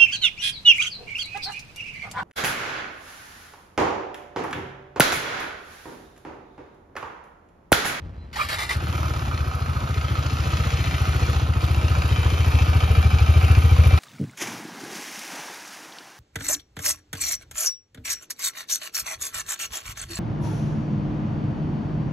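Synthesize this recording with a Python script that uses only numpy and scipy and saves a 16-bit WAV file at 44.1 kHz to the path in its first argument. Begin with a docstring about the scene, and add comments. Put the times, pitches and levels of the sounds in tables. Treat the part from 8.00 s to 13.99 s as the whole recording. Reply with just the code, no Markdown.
"""A single-cylinder motorcycle is started on a paved path, over the rumble of distant traffic.
First comes a faint electric whine, then the starter gears grind through four surges. At 0.75 s the
engine catches, speeds up briefly and settles to an idle: gas pulses thump through the silencer while
piston and valves clatter. The microphone draws closer and, from 3 s, goes from the front of the bike
round to the silencer. Near 3.5 s the rider briefly blocks some clatter, and a short scuff follows."""
import sys
import numpy as np
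from scipy.fft import rfft, irfft, next_fast_len
from scipy.io import wavfile
from scipy.ndimage import map_coordinates

SR = 44100
rng = np.random.default_rng(int(sys.argv[2]) if len(sys.argv) > 2 else 0)


def file_out(sig):
    """Save sig as 16-bit WAV at sys.argv[1]."""
    # one column per channel
    cols = np.atleast_2d(sig).T
    # limit, then scale
    lim = np.clip(cols, -1, 1)
    pcm = np.round(lim * 32767).astype(np.int16)
    wavfile.write(sys.argv[1], SR, pcm)


N = 264159
T = np.arange(N) / SR


def amp(db):
    """Turn decibels into a number to multiply by."""
    return 10 ** (np.asarray(db) / 20)


def unit(x):
    """Scale a signal to an average power of 1."""
    return x / np.sqrt(np.mean(x ** 2) + 1e-20)


def along(points, hz):
    """Read between (frequency, value) points on a logarithmic frequency axis."""
    f, values = np.transpose(points)
    return np.interp(np.log(hz + 1), np.log(f + 1), values)


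def curve(points):
    """Join (time, value) points with straight lines, one value per sample."""
    return np.interp(T, *np.transpose(points))


def bump(middle_s, half_s):
    """A smooth, bell-shaped rise to 1 and fall back."""
    return np.exp(-((T - middle_s) / half_s) ** 2 / 2)


def wobble(rate):
    """A smooth random curve with `rate` new values a second."""
    return map_coordinates(rng.standard_normal(int(N * rate / SR) + 4), [T * rate])


def filtered(x, response):
    """Multiply each frequency f in x by response(f)."""
    size = next_fast_len(N + SR // 2)
    return irfft(rfft(x, size) * response(np.fft.rfftfreq(size, 1 / SR)), size)[..., :N]


def coloured(x, spectrum):
    """Give x the tone colour of a list of (frequency, level) points."""
    return filtered(x, lambda f: amp(along(spectrum, f)))


def resonance(f, hz, width):
    """How strongly something that rings at hz answers each frequency f; 1 at the peak."""
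    return 1j * f * width / (hz * hz - f * f + 1j * f * width)


# how alike left and right are: f/Hz, likeness/0-1
LIKENESS = [(250, .99), (600, .82), (2000, .8), (12000, .7)]
def grit(spiky_db):
    """Stereo noise made of tiny contacts of uneven size, partly alike left and right."""
    def shares(f):
        angle = np.arccos(np.clip(along(LIKENESS, f), 0, 1)) / 2
        return np.array([np.cos(angle), np.sin(angle)])
    common, opposite = filtered(rng.standard_normal((2, N)), shares)
    return unit(np.array([common + opposite, common - opposite]) * amp(spiky_db * wobble(900)))


def frame_ring(x, t60, wet_db, size=8192):
    """Frame, fins and panels ring on in an ever-changing mix, fading by 60 dB in t60 seconds."""
    blocks = np.pad(x, ((0, 0), (0, -N % size + size))).reshape(2, -1, size)
    tails = rng.standard_normal(blocks.shape[1:]) * amp(-60 * T[:size] / t60)
    tails /= np.linalg.norm(tails, axis=1, keepdims=True)
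    rung = irfft(rfft(blocks, 2 * size) * rfft(tails, 2 * size))
    joined = rung[..., :size] + np.roll(rung[..., size:], 1, axis=1)  # tails spill into the next block
    return x + amp(wet_db) * joined.reshape(2, -1)[:, :N]


# tone colour of the traffic: f/Hz, level/dB
TRAFFIC_COLOUR = [(25, -26), (55, 6.5), (85, 5.5), (130, -5.5), (220, -12), (500, -21), (1500, -28.5),
                  (4000, -42), (8000, -55.5), (14000, -67)]
def traffic(level_db):
    """Low, unsteady rumble of distant traffic."""
    return amp(level_db + 1.1 * wobble(6.8)) * unit(coloured(grit(spiky_db=-3), TRAFFIC_COLOUR))


# parts of the scuff: t/s, half length/s, level/dB
SCUFF_PARTS = [(3.625, 0.014, -41), (3.643, 0.0025, -34), (3.653, 0.0031, -38)]
def scuff():
    """A short gritty scuff that ends in a small click."""
    stroke = sum(amp(db) * bump(s, half_s) for s, half_s, db in SCUFF_PARTS)
    colour = [(1000, -24), (3300, 14), (7000, -2), (14000, -5)]
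    return stroke * unit(coloured(grit(spiky_db=5.5), colour))


def whine(hz, level_db):
    """A thin, faint electric whine just before the starter engages."""
    return amp(level_db) * bump(0.22, 0.031) * np.sin(2 * np.pi * hz * T + 0.5 * wobble(60))


# the starter runs, and surges as it pushes through each stroke: start t/s, end t/s, level/dB
STARTER_SURGES = [(0.329, .71, -38.5), (0.358, 0.45, -33.5), (.405, 0.42, -31.5), (0.487, 0.551, -27.5),
                  (0.584, 0.637, -28), (0.692, 0.7315, -27)]
# tone colour of the grinding: f/Hz, level/dB
GRIND_COLOUR = [(100, 0), (400, -5.5), (750, 0), (1600, 6), (2200, 5.5), (2900, -1), (4400, -1),
                (6500, -10), (10000, -11.5), (14500, -20)]
# squeals of the gears: t/s, half length/s, f/Hz, level/dB
GEAR_SQUEALS = [(0.371, 0.0084, 845, -34), (.408, 0.014, 1204, -23), (.45, 0.0088, 1164, -36),
                (0.416, 0.01, 2376, -27), (0.498, 0.013, 2190, -42), (0.589, 0.0044, 2100, -35),
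                (0.603, 0.0045, 2060, -33.5), (0.627, 0.0066, 2064, -33), (0.697, 0.0037, 2045, -26),
                (0.713, 0.0043, 2000, -22.5)]
def starter(chatter_hz, chatter_depth, rise_s):
    """Gear teeth grind in surges as the starter turns the engine over, and squeal under load."""
    power = 0
    for start, end, db in STARTER_SURGES:
        rise = np.clip((T - start) / rise_s, 0, 1)
        fade = np.exp(-np.maximum(T - end, 0) / 0.022)
        power += (amp(db) * rise * fade) ** 2
    uneven_hz = chatter_hz * (1 + 0.15 * wobble(25.5))
    chatter = 1 + chatter_depth * np.sin(2 * np.pi * np.cumsum(uneven_hz) / SR)
    teeth = frame_ring(grit(spiky_db=0.5), t60=0.043, wet_db=-2.5)
    grind = np.sqrt(power) * chatter * unit(coloured(teeth, GRIND_COLOUR))
    waver = 0.85 * wobble(300)
    squeal = sum(amp(db) * bump(s, half_s) * np.sqrt(2) * np.sin(2 * np.pi * hz * (T - s) + waver)
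                 for s, half_s, hz, db in GEAR_SQUEALS)
    return grind + squeal * amp(1.8 * wobble(400))


# the microphone closes in on the silencer: t/s, distance/m
MIC_DISTANCE = [(1.3, 2.73), (2.1, 2), (3.1, 1.6), (4.0, 1.11), (4.7, 0.88), (5.8, .57)]
def distance():
    """How many metres away the microphone is at each sample."""
    return curve(MIC_DISTANCE)


# the way round the bike: t/s, place/0-1
MIC_PLACE = [(3.0, 0.019), (4.7, 1)]
def place():
    """Where the microphone is: 0 in front, 1 beside the silencer."""
    return curve(MIC_PLACE)


def walk_round(front, side):
    """Blend the front sound into the side sound as the microphone moves."""
    return (1 - place()) * unit(front) + place() * unit(side)


IDLE_HZ = 14.2
# the idle drifts around 14 firings a second: t/s, f/Hz
IDLE_DRIFT = [(1.65, 13.599), (1.9, 14.556), (2.25, 13.698), (2.5, 15.208), (3.1, 13.834), (3.35, 15.279),
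              (3.55, 13.85), (3.75, 14.853), (4.1, 14.224), (4.85, 13.784), (5.15, 12.38), (5.5, 14.612),
              (5.7, 13.716), (6.0, 14.529)]
def speed(flare_s=0.7994, rise_s=0.1645, fall_s=0.5759, extra_hz=6.3395):
    """Firings per second: the idle, plus one flare that rises quickly and falls slowly."""
    flare = np.interp(T - flare_s, [0, rise_s, rise_s + fall_s], [0, 1, 0])
    return curve(IDLE_DRIFT) + extra_hz * flare


def crank(catch_s):
    """Count engine cycles, reaching 1 at catch_s; from then on each whole number is a firing."""
    cycles = np.cumsum(speed()) / SR
    return cycles - np.interp(catch_s, T, cycles) + 1


# how much of the engine the fairing (the bike's front shell) hides: t/s, cover/0-1
FAIRING_COVER = [(1.7, 1), (2.7, 0.03)]
# the rider's body, then his arm, passes in front of the engine: t/s, half length/s, cover/0-1
RIDER_COVER = [(3.518, 0.093, 0.9), (3.795, 0.15, 0.33)]
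# each noise by name: level/dB at idle from 1 m, gain/dB at twice the speed, gain/dB at half the
# distance, loss/dB behind the fairing, loss/dB behind the rider
NOISE_LEVELS = {"thud": (-35, 7, 1.5, 3, 0), "knock": (-34, 1, 1.83, 0, 2),
                "rattle": (-35, 7, .5, 6.5, 6.5), "tick": (-49.5, 9.5, 2, 3.5, 5.5)}
def loudness(name):
    """Gain of an engine noise: louder when fast and near, weaker behind the fairing or the rider."""
    level_db, speed_db, near_db, fairing_db, rider_db = NOISE_LEVELS[name]
    rider = sum(cover * bump(s, half_s) for s, half_s, cover in RIDER_COVER)
    shadow_db = fairing_db * curve(FAIRING_COVER) + rider_db * rider
    open_db = level_db + speed_db * np.log2(speed() / IDLE_HZ) - near_db * np.log2(distance())
    return amp(open_db - shadow_db)


# notes the piston sets ringing: point in cycle/cycles, f/Hz, time to fade 60 dB/s,
# front level/dB, side level/dB
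SLAP_NOTES = [(.07, 1270, .06, 6, -4), (.04, 400, .06, -14, 2), (.64, 1290, .045, 4, 0),
              (.66, 980, .03, -5, -2), (.67, 2354, .13, -18, -.5), (.68, 2560, .03, -3, -8),
              (.72, 3020, .03, -5, -11), (.68, 756, .06, -4, 3.5)]
def piston_slaps(cycles, scatter_db, detune):
    """In every cycle the piston slaps the cylinder wall and leaves short notes ringing."""
    sideways, t, out = place(), T[:SR // 8], np.zeros(N + SR)
    rise = 1 - np.exp(-t / 0.0039)
    for angle, hz, t60, front_db, side_db in SLAP_NOTES:
        starts = np.flatnonzero(np.diff(np.floor(cycles - angle)) > 0)
        for i, (size, pitch, phase) in zip(starts, rng.standard_normal(size=(128, 3))):
            level_db = front_db + (side_db - front_db) * sideways[i] + scatter_db * size
            ring = np.sin(2 * np.pi * (hz * (1 + detune * pitch / t60) * t + phase))
            out[i:i + len(t)] += 2 * amp(level_db - 60 * t / t60) * rise * ring
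    return out[:N]


# blows in one engine cycle: point in cycle/cycles, fade/cycles, level/dB of thud, knock, rattle, tick
BLOWS = [(-.06, .05, 1.5, -4.5, -8, -11), (.07, .07, -5.5, -4, -6.5, -20), (.15, .04, -9, -9, -3.5, 5),
         (.25, .07, -4.5, -14, -24, -22), (.465, .035, -15, -9.5, -12, 3), (.645, 0.024, -6, 3.5, 3.5, 4),
         (.75, 0.021, 1.5, -0.5, -1, -8), (.86, 0.03, -1.5, -3.5, -2, 4.5)]
# tone colours of the four noises, from dull to bright: f/Hz, level/dB
THUD_COLOUR = [(90, -48), (160, 11), (210, 3.5), (270, 3), (480, -6), (620, -6.5), (1000, -50.5)]
KNOCK_COLOUR = [(350, -31), (600, 0.5), (850, -1), (1100, 1), (1450, 2), (1750, -6), (2600, -47)]
RATTLE_COLOUR = [(1100, -28), (1800, 0), (2300, 1), (2900, 0), (3600, -3.5), (5000, -7), (7000, -10),
                 (11000, -62)]
TICK_COLOUR = [(4000, -22), (7000, -15), (10300, 13.5), (12500, 8.5), (14500, 1)]
# notes of the metal cases and covers: f/Hz, width/Hz, front level/dB, side level/dB
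CASE_NOTES = [(343, 58, -4, -7), (476, 48, 0.5, 7.5), (765, 7.8, -3.5, 3), (1252, 65, -2.5, 0),
              (2362, 14, 4.5, 9), (2550, 210, -14, 1), (3060, 67, -23, 1), (3790, 25, -24, 3),
              (4195, 22, 2, -21), (4670, 17, -7, -5)]
def clatter(cycles, name, spiky_db, scatter_db, steady_db=-12, step=16):
    """Dull exhaust thuds, and strikes of piston, valves and cam chain, come at set points in each cycle and
    ring the metal cases."""
    column, colour = {"thud": (0, THUD_COLOUR), "knock": (1, KNOCK_COLOUR),
                      "rattle": (2, RATTLE_COLOUR), "tick": (3, TICK_COLOUR)}[name]
    power = amp(steady_db) ** 2
    for angle, fade, *levels_db in BLOWS:
        # which cycle this is, and how much of a cycle has passed since the blow
        count, age = np.divmod(cycles[::step] - angle - np.floor(cycles[0]) + 2, 1)
        force = amp(levels_db[column] + scatter_db * rng.standard_normal(128))
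        rise = 1 - np.exp(-age / 0.027)
        power += (force[count.astype(int)] * rise) ** 2 * np.exp(-age / fade)
    strength = np.interp(T, T[::step], np.sqrt(power))
    blows = frame_ring(strength * grit(spiky_db), t60=0.053, wet_db=-10)

    def cases(f):
        notes = sum(amp([[[front]], [[side]]]) * resonance(f, hz, width)
                    for hz, width, front, side in CASE_NOTES)
        return amp(along(colour, f)) * (1 + notes)
    return loudness(name) * unit(walk_round(*filtered(blows, cases)))


# deep notes of pipe and silencer: f/Hz, width/Hz, front level/dB, side level/dB
PIPE_NOTES = [(61.8, 15.8, -3.5, -4), (78.6, 10.7, 6, 9), (118.6, 30.7, -1.56, -2), (139.8, 12, -2.5, -8.5)]
# tone colour of gas swirling out of the pipe: f/Hz, level/dB
PUFF_COLOUR = [(20, -24), (55, 8), (110, 4.5), (200, -8), (400, -44), (900, -79)]
def exhaust(cycles, scatter_db, puff_db):
    """One gas pulse per firing booms through the silencer and leaves as a swirling puff."""
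    fired = np.flatnonzero((np.diff(np.floor(cycles)) > 0) & (cycles[1:] >= 1))
    pulses = np.zeros(N)
    pulses[fired] = amp(scatter_db * rng.standard_normal(len(fired)))

    def pipe(f):
        return sum((-1) ** k * amp([[front], [side]]) * resonance(f, hz, width)
                   for k, (hz, width, front, side) in enumerate(PIPE_NOTES))
    boom = unit(walk_round(*filtered(pulses, pipe)))
    puff = (cycles >= 1) * np.exp(-(cycles % 1) / 1.1) * rng.standard_normal(N)
    return boom + amp(puff_db) * unit(coloured(puff, PUFF_COLOUR))


def engine():
    """The exhaust thumps and puffs dully after each firing while the moving parts clatter, from knocks to fine
    ticks."""
    cycles = crank(catch_s=0.7545)
    exhaust_db = -18 - np.log2(speed() / IDLE_HZ)  # from 1 m; 1 dB softer at twice the speed
    thumps = amp(exhaust_db) / distance() * exhaust(cycles, scatter_db=0.42, puff_db=-13.5)
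    # beside the silencer the engine block is farther away, so its noise arrives later
    late = np.interp(T - 0.00276 * place(), T, cycles)
    thud = clatter(late, "thud", spiky_db=0.5, scatter_db=1.3)
    knock = clatter(late, "knock", spiky_db=1.5, scatter_db=2)
    rattle = clatter(late, "rattle", spiky_db=0.5, scatter_db=2.1)
    tick = clatter(late, "tick", spiky_db=1, scatter_db=3.5, steady_db=-5.5)
    slap = amp(-1.7) * loudness("knock") * piston_slaps(late, scatter_db=2, detune=0.0006)
    running = np.clip((cycles - 0.8) / 0.44, 0, 1)  # fades in around the first firing
    return thumps + running * (thud + knock + rattle + tick + slap)


# how much louder the left side is than the right: f/Hz, level/dB
LEFT_LOUDER = [(60, 1), (200, 2.5), (370, 0.5), (690, -5.5), (1270, -5.5), (2330, 1.5), (4290, 5.5),
               (7900, 0), (14500, 0)]
# how far the left wave runs ahead of the right: f/Hz, phase/rad
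LEFT_AHEAD = [(200, 0), (400, -.55), (650, -1.4), (1100, -1.7), (1640, -1.8), (2200, -.3), (4000, 1),
              (6000, -1), (7400, -1.6), (8400, -3.1), (9300, -5), (11000, -6.1), (14000, -6.6)]
def scene():
    """All the sounds together, reaching left and right with slightly different level and timing."""
    starting = whine(hz=4050, level_db=-61) + starter(chatter_hz=61.4, chatter_depth=0.1, rise_s=0.00091)
    sound = starting + engine() + scuff() + traffic(level_db=-37)
    sides = np.array([[0.5], [-0.5]])

    def stereo(f):
        return amp(sides * along(LEFT_LOUDER, f)) * np.exp(1j * sides * along(LEFT_AHEAD, f))
    return filtered(sound, stereo)


def record(dry):
    """Take away the deepest bass and the highest treble."""
    low_hz, top_hz = 12.0, 14600
    return filtered(dry, lambda f: (f < top_hz) * f ** 2 / np.sqrt(f ** 4 + low_hz ** 4))


dry = scene()
out = record(dry)
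file_out(out)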